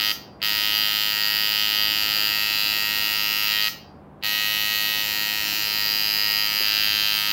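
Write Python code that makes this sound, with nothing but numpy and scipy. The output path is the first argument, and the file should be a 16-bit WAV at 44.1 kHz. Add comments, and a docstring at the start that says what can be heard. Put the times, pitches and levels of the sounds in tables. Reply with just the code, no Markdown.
"""A close, hard buzz: a coil tattoo machine blips, then runs twice for about 3 s in a small room.
About 105 times a second the armature knocks the frame; tube, spring, needle bar and yoke ring
with it and the contact sizzles. The colour shifts with the hand's grip and position, and the
buzz rasps when skin drags on the needle. Two short pauses bare the room's tail, rumble and hum."""
import sys
import numpy as np
from scipy import signal
from scipy.fft import rfft, irfft
from scipy.io import wavfile
from scipy.ndimage import uniform_filter1d

SR = 44100
rng = np.random.default_rng(int(sys.argv[2]) if len(sys.argv) > 2 else 0)


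def wav_record(signal):
    """Record a signal, one row per channel, as 16-bit PCM in the file named by sys.argv[1]."""
    frames = np.transpose(np.atleast_2d(signal))
    bounded = np.clip(frames, -1, 1)
    # unit amplitude maps onto the largest positive 16-bit level
    quanta = np.round(bounded * 32767).astype(np.int16)
    wavfile.write(sys.argv[1], SR, quanta)


N = 322812
T = np.arange(N) / SR


def gain_of(db):
    return 10 ** (np.asarray(db) / 20)


def rms(x):
    return np.sqrt(np.mean(x ** 2) + 1e-20)


def log_interp(points, hz):
    """Curve value at hz, on a log frequency axis."""
    point_hz, values = np.transpose(points)
    return np.interp(np.log(hz + 1), np.log(point_hz + 1), values)


def drift(top_hz):
    """Slow random wander, about unit RMS, in the decade below top_hz."""
    rates_hz = np.geomspace(top_hz / 10, top_hz, 18)
    wander = sum(np.sin(2 * np.pi * (hz * T[::100] + rng.random())) for hz in rates_hz)
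    return wander.repeat(100)[:N] / 3


# Rumble spectrum: f/Hz, relative density/dB
RUMBLE_SPECTRUM = [(20, -36), (35, -10), (50, -4), (80, 2), (120, -0.5), (170, -4), (280, 2), (450, -4.5),
                   (750, -3), (1100, -9.5), (2000, -23), (2800, -28.5), (6000, -45.5), (12000, -46)]
def room_rumble(level_db=-47, swell_db=1.0):
    """Low room noise, swelling slightly."""
    shape = gain_of(log_interp(RUMBLE_SPECTRUM, np.fft.rfftfreq(N, 1 / SR)))
    noise = irfft(rfft(rng.standard_normal(N)) * shape, N)
    return gain_of(level_db + swell_db * drift(2.5)) * noise / rms(noise)


# Room hum tones: f/Hz, level/dB
HUM_TONES = [(78, -63), (152, -54.5), (199.5, -54.5)]
def room_hum(waver_db=0.4, waver_rad=0.72):
    """Low tones wavering in level and phase."""
    out = np.zeros(N)
    for hz, db in HUM_TONES:
        peak = np.sqrt(2) * gain_of(db + waver_db * drift(1.8))
        out += peak * np.sin(2 * np.pi * hz * T + waver_rad * drift(6.9))
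    return out


# Soft bumps: a faint click as the armature pulls in or the switch is pressed before each run, and a handling
# knock near the end: t/s, f/Hz, level/dB, decay/s
SOFT_BUMPS = [(0.399, 2010, -51, 0.016), (4.21, 2390, -58, 0.019), (6.605, 348, -34.5, 0.0096)]
def soft_bumps():
    """Each bump is a soft puff of octave-wide noise."""
    out = np.zeros(N)
    for at_s, hz, db, decay_s in SOFT_BUMPS:
        octave = signal.butter(2, [hz / np.sqrt(2), hz * np.sqrt(2)], "band", fs=SR)
        noise = signal.lfilter(*octave, rng.standard_normal(N))
        age = 2 * np.maximum(T - at_s, 0) / decay_s
        out += gain_of(db) * noise / rms(noise) * age * np.exp(1 - age)
    return out


# Room decay: f/Hz, T60/s
ROOM_DECAY = [(300, 1), (1300, 0.36), (3500, 0.39), (5000, 0.43), (9000, 0.2), (15000, 0.25)]
def room(x, wet_db, first_s=0.003, sway_rad=0.44, sway_hz=2):
    """Dense reflections, each band dying at its own rate; two sets blend as the machine sways."""
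    t = T[:SR // 2]
    taps = rng.standard_normal((2, len(t))) * (rng.random((2, len(t))) < 0.1) * (t > first_s)
    hz, age_s, spectra = signal.stft(taps, SR, nperseg=256)
    decay = gain_of(-60 * age_s / log_interp(ROOM_DECAY, hz)[:, None])
    tails = signal.istft(spectra * decay, SR, nperseg=256)[1]
    wet_a, wet_b = (signal.oaconvolve(x, tail)[:N] for tail in tails)
    angle = sway_rad * drift(sway_hz)
    wet = np.cos(angle) * wet_a + np.sin(angle) * wet_b
    out = x + gain_of(wet_db) * wet * rms(x) / rms(wet)
    return out * rms(x) / rms(out)


# Coil harmonics: multiple of stroke rate, level/dB
COIL_HARMONICS = [(3, -58), (4, -59.5), (5, -55), (7, -52), (8, -49), (9, -53), (11, -60.5)]
def coil_hum(rate_hz):
    """The coils hum in step with the strokes while the foot switch is down."""
    cycles = np.cumsum(rate_hz) / SR
    out = np.zeros(N)
    for start_s, stop_s, _ in SWITCH_PRESSES:
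        gate = uniform_filter1d(1.0 * (T > start_s) * (T < stop_s), size=900)
        phase = 2 * np.pi * (cycles - np.interp(start_s, T, cycles))
        out += gate * sum(np.sqrt(2) * gain_of(db) * np.sin(k * phase) for k, db in COIL_HARMONICS)
    return out


# Stroke rate, one list per long run: t/s, f/Hz
RATE_CURVES = [
    [(0.45, 105.4), (1.07, 105.1), (1.46, 105.3), (3.39, 104.8), (3.66, 105.5)],
    [(4.28, 105.5), (4.99, 105.4), (5.06, 105.1), (5.89, 104.8), (7.3, 104.7)],
]
def stroke_rate(waver_hz=0.092):
    """The rate sags as the needle works the skin and wavers under hand pressure."""
    return np.interp(T, *np.vstack(RATE_CURVES).T) + waver_hz * drift(9)


# Foot switch: start/s, stop/s, first swing/full swing
SWITCH_PRESSES = [(0.0, 0.118, 1), (0.4175, 3.6898, .45), (4.2263, 7.32, 0.3)]
def armature_strokes(rate_hz, run_up_s=0.0062):
    """Time and strength of each stroke; the swing builds over the first few."""
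    cycles = np.cumsum(rate_hz) / SR
    unit_power = np.sqrt(SR / rate_hz.mean())
    runs = []
    for start_s, stop_s, first_swing in SWITCH_PRESSES:
        stroke_cycles = np.arange(*np.interp([start_s, stop_s], T, cycles))
        stroke_s = np.interp(stroke_cycles, cycles, T)
        swing = 1 - (1 - first_swing) * np.exp(-(stroke_s - start_s) / run_up_s)
        runs.append([stroke_s, swing * unit_power])
    return np.hstack(runs)


# Ring levels under the grip, one list per long run: t/s, frame/dB, tube/dB, spring/dB
GRIP_LEVELS = [
    [(0.47, -27.5, -33.5, -27), (0.72, -27.5, -33.5, -26), (2.18, -27.5, -34, -25.5),
     (2.61, -27.5, -29, -30), (2.76, -28, -31, -28), (3.37, -28.5, -36.5, -33), (3.53, -26.5, -32, -28),
     (3.66, -27, -32.5, -28)],
    [(4.28, -29.5, -31.5, -35), (4.35, -27.5, -32, -37), (5.24, -30, -31, -33), (5.43, -30, -31.5, -36.5),
     (5.92, -30.5, -31.5, -27), (6.72, -26.5, -32, -27), (6.95, -26, -31, -29.5), (7.3, -27.5, -30, -31)],
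]
# Finger squeezes damping tube and spring: t/s, depth/dB
FINGER_SQUEEZES = [(1.15, 3), (2.921, 1.5)]
def grip_levels(stroke_s, squeeze_s=0.029, tremor_db=0.36, tremor_hz=4.5):
    """Drive in dB per part and stroke, set by a slightly trembling grip."""
    times_s, *curves_db = np.vstack(GRIP_LEVELS).T
    frame, tube, spring = (np.interp(stroke_s, times_s, db) for db in curves_db)
    squeeze = sum(db * np.exp(-((stroke_s - at_s) / squeeze_s) ** 2) for at_s, db in FINGER_SQUEEZES)
    levels_db = dict(
        frame=frame,
        yoke=-32.5 + 0.51 * (frame - frame.mean()),  # bolted to the frame
        tube=tube - squeeze,
        spring=spring - squeeze,
        bar=-39 - 0.18 * (spring - spring.mean()),  # takes up what a damped spring loses
        contact=-32.5 + 0.1 * (spring - spring.mean()))  # sits on the spring
    return {part: db + tremor_db * np.interp(stroke_s, T, drift(tremor_hz))
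            for part, db in levels_db.items()}


# Needle catches: t/s, half length/s, extra drag/dB
NEEDLE_CATCHES = [(.44, .03, 11), (.85, .025, 10), (2.97, .04, 7), (3.46, .05, 11), (4.25, .03, 11),
                  (6.3, .03, 13), (6.55, .025, 8), (6.81, .035, 13)]
def skin_drag(wander_db=3.5, wander_hz=11):
    """Drag in dB: uneven, leaping when the needle catches."""
    catches_db = sum(db * np.exp(-((T - at_s) / half_s) ** 2) for at_s, half_s, db in NEEDLE_CATCHES)
    return wander_db * drift(wander_hz) + catches_db


def knocks(stroke_s, force, lag_ms, uneven_db, jitter_ms=0.002):
    """One band-limited impulse per stroke, slightly off in time and force."""
    time_error, force_error = rng.standard_normal((len(stroke_s), 2)).T
    centre = (stroke_s + (lag_ms + jitter_ms * time_error) / 1000) * SR
    taps = np.round(centre).astype(int)[:, None] + np.arange(-12, 13)
    offset = taps - centre[:, None]
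    pulses = np.sinc(offset) * np.cos(np.pi * offset / 26) ** 2
    pulses *= (force * gain_of(uneven_db * force_error))[:, None]
    return np.bincount(taps[taps >= 0], pulses[taps >= 0], N)[:N]


def rattle(x, drag_db, noise_db, fade_ms):
    """Loose metal adds a noise puff to each knock, more as drag rises."""
    age = T[:1500] * 1000 / fade_ms
    puff = age * np.exp(-age)
    envelope = np.sqrt(abs(signal.oaconvolve(x ** 2, puff / puff.sum())[:N]))
    noise = gain_of(noise_db + 0.75 * drag_db) * envelope * rng.standard_normal(N)
    return (x + noise) / np.hypot(1, gain_of(noise_db))


def resonance(modes, hz):
    """Minimum-phase response of a part with these modes."""
    power = sum(gain_of(db) ** 2 / (1 + (2 * (abs(hz) - mode_hz) / width_hz) ** 2) ** 2
                for mode_hz, width_hz, db in modes)
    return np.exp(np.conj(signal.hilbert(np.log(power + 1e-10) / 2)))


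# Hand positions: start/s, tube pitch ratio, glove delay/ms, glove gain, arm delay/ms, arm gain
HAND_POSES = [(0, .965, 0.41, -0.175, 1.43, 0.079), (.7, 0.94, 0.67, 0.22, 1.407, 0.072),
              (2.3, 1.03, 1.49, 0.26, 2.8, -0.195), (2.88, 0.98, 1.46, 0.24, 3.6, -0.029),
              (3.49, .98, 0.38, -0.02, 1.52, 0.08), (4.0, 0.99, 0.46, 0.15, 2.853, -.32),
              (5.04, 1.037, 0.405, 0.14, 1.79, -0.093), (5.92, 1.06, 0.48, 0.1, 1, 0.1),
              (6.64, 1.0094, 0.4, -0.17, 1.88, 0.13)]
def radiate(x, modes, gripped=False, move_s=0.06):
    """A part rings and echoes off glove and arm; the fingers retune it if gripped. Poses crossfade."""
    hz = np.fft.fftfreq(2048, 1 / SR)
    out = np.zeros(N + len(hz))
    fades = [np.clip((T - pose[0]) / move_s + 0.5, 0, 1) for pose in HAND_POSES[1:]]
    reached = [np.ones(N), *fades, np.zeros(N)]
    for k, (_, pitch, *paths) in enumerate(HAND_POSES):
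        echoes = sum(g * np.exp(-2j * np.pi * hz * ms / 1000) for ms, g in np.reshape(paths, (-1, 2)))
        ring = np.fft.ifft(resonance(modes, hz / pitch if gripped else hz) * (1 + echoes)).real
        share = reached[k] - reached[k + 1]
        held = np.flatnonzero(share)
        sound = signal.oaconvolve(x[held] * share[held], ring / np.linalg.norm(ring))
        out[held[0]:held[0] + len(sound)] += sound
    return out[:N]


# Lingering steel modes: f/Hz, T60/s, level/dB re input
STEEL_MODES = [(4740, .26, -31), (4850, .2, -29)]
def steel_ring(x):
    """Steel rings on faintly after the strokes."""
    t = T[:SR // 2]
    out = np.zeros(N)
    for hz, t60_s, db in STEEL_MODES:
        ring = signal.oaconvolve(x, np.sin(2 * np.pi * hz * t) * gain_of(-60 * t / t60_s))[:N]
        out += ring * gain_of(db) * rms(x) / rms(ring)
    return out


# Resonances of each part: f/Hz, width/Hz, relative level/dB
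FRAME_MODES = [(2545, 460, -2.5), (2900, 500, -1), (3150, 86, 1.5)]
YOKE_MODES = [(623, 580, -31.5), (932, 142, -17), (1311.6, 86, -1.5), (1670, 485, -12), (1888, 152, -1),
              (2176, 146, -3.5)]
TUBE_MODES = [(3966, 690, -2), (4387, 158, -1.6)]
SPRING_MODES = [(4716, 240, 0), (4804, 440, 0.5)]
BAR_MODES = [(5550, 1500, -0.5), (7024, 1700, -8.5), (8600, 3100, -13)]
CONTACT_MODES = [(10920, 630, -11.5), (13230, 1030, 3.5), (13600, 3400, -4.5), (15860, 1250, 4.5)]
def tattoo_machine(rate_hz, base_slip_s=3.6e-6):
    """Each stroke knocks six parts in quick succession; drag makes the timing slip and the metal rasp."""
    stroke_s, swing = armature_strokes(rate_hz)
    force = {part: swing * gain_of(db) for part, db in grip_levels(stroke_s).items()}
    for part in ("bar", "contact"):  # these chatter mainly at wide swing
        force[part] *= swing / swing.max()
    drag_db = skin_drag()
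    slip_s = base_slip_s * gain_of(np.interp(stroke_s, T, drag_db))
    hit_s = stroke_s + slip_s * rng.standard_normal(len(stroke_s))

    frame = knocks(hit_s, force["frame"], lag_ms=0, uneven_db=0.4221)
    frame = rattle(frame, drag_db, noise_db=-26.5, fade_ms=1.5)
    yoke = knocks(hit_s, force["yoke"], lag_ms=1.15, uneven_db=0.17)
    yoke = rattle(yoke, drag_db, noise_db=-26, fade_ms=2.9)
    tube = knocks(hit_s, force["tube"], lag_ms=0.23, uneven_db=0.8)
    tube = rattle(tube, drag_db, noise_db=-23, fade_ms=2)
    spring = knocks(hit_s, force["spring"], lag_ms=0.636, uneven_db=0.5, jitter_ms=0.0018)
    spring = rattle(spring, drag_db, noise_db=-31.5, fade_ms=1.1)
    # chatter: a lighter touch, then the full blow
    bar = knocks(hit_s, 0.19 * force["bar"], lag_ms=-0.297, uneven_db=3)
    bar += knocks(hit_s, 1.207 * force["bar"], lag_ms=0.804, uneven_db=0.1)
    contact = knocks(hit_s, 0.626 * force["contact"], lag_ms=-0.197, uneven_db=0.5)
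    contact += knocks(hit_s, 0.86 * force["contact"], lag_ms=1.05, uneven_db=0.5, jitter_ms=0.0022)
    bar = rattle(bar, drag_db, noise_db=-19.5, fade_ms=0.26)
    contact = rattle(contact, drag_db, noise_db=-11.5, fade_ms=1)

    drone = gain_of(0.42) * radiate(yoke, YOKE_MODES)
    buzz = gain_of(0.3) * radiate(frame, FRAME_MODES)
    buzz += gain_of(1.0) * radiate(tube, TUBE_MODES, gripped=True)
    buzz += gain_of(0.67) * radiate(spring, SPRING_MODES) + steel_ring(spring)
    fizz = gain_of(1.0) * radiate(bar, BAR_MODES)
    sizzle = gain_of(1.46) * radiate(contact, CONTACT_MODES)
    return room(drone, wet_db=-7) + room(buzz, wet_db=-8) + room(fizz, wet_db=2) + room(sizzle, wet_db=4)


def scene():
    rate_hz = stroke_rate()
    return (tattoo_machine(rate_hz) + coil_hum(rate_hz) + soft_bumps() + room_rumble() + room_hum())[None]


def record(dry):
    """Low cut at 25 Hz, steep band limit at 15.83 kHz."""
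    thinned = signal.lfilter(*signal.butter(2, 25, "high", fs=SR), dry)
    lowpass = signal.firwin(701, 15830, window=("kaiser", 9), fs=SR)
    return signal.oaconvolve(thinned, lowpass[None], "same")


dry = scene()
out = record(dry)
wav_record(out)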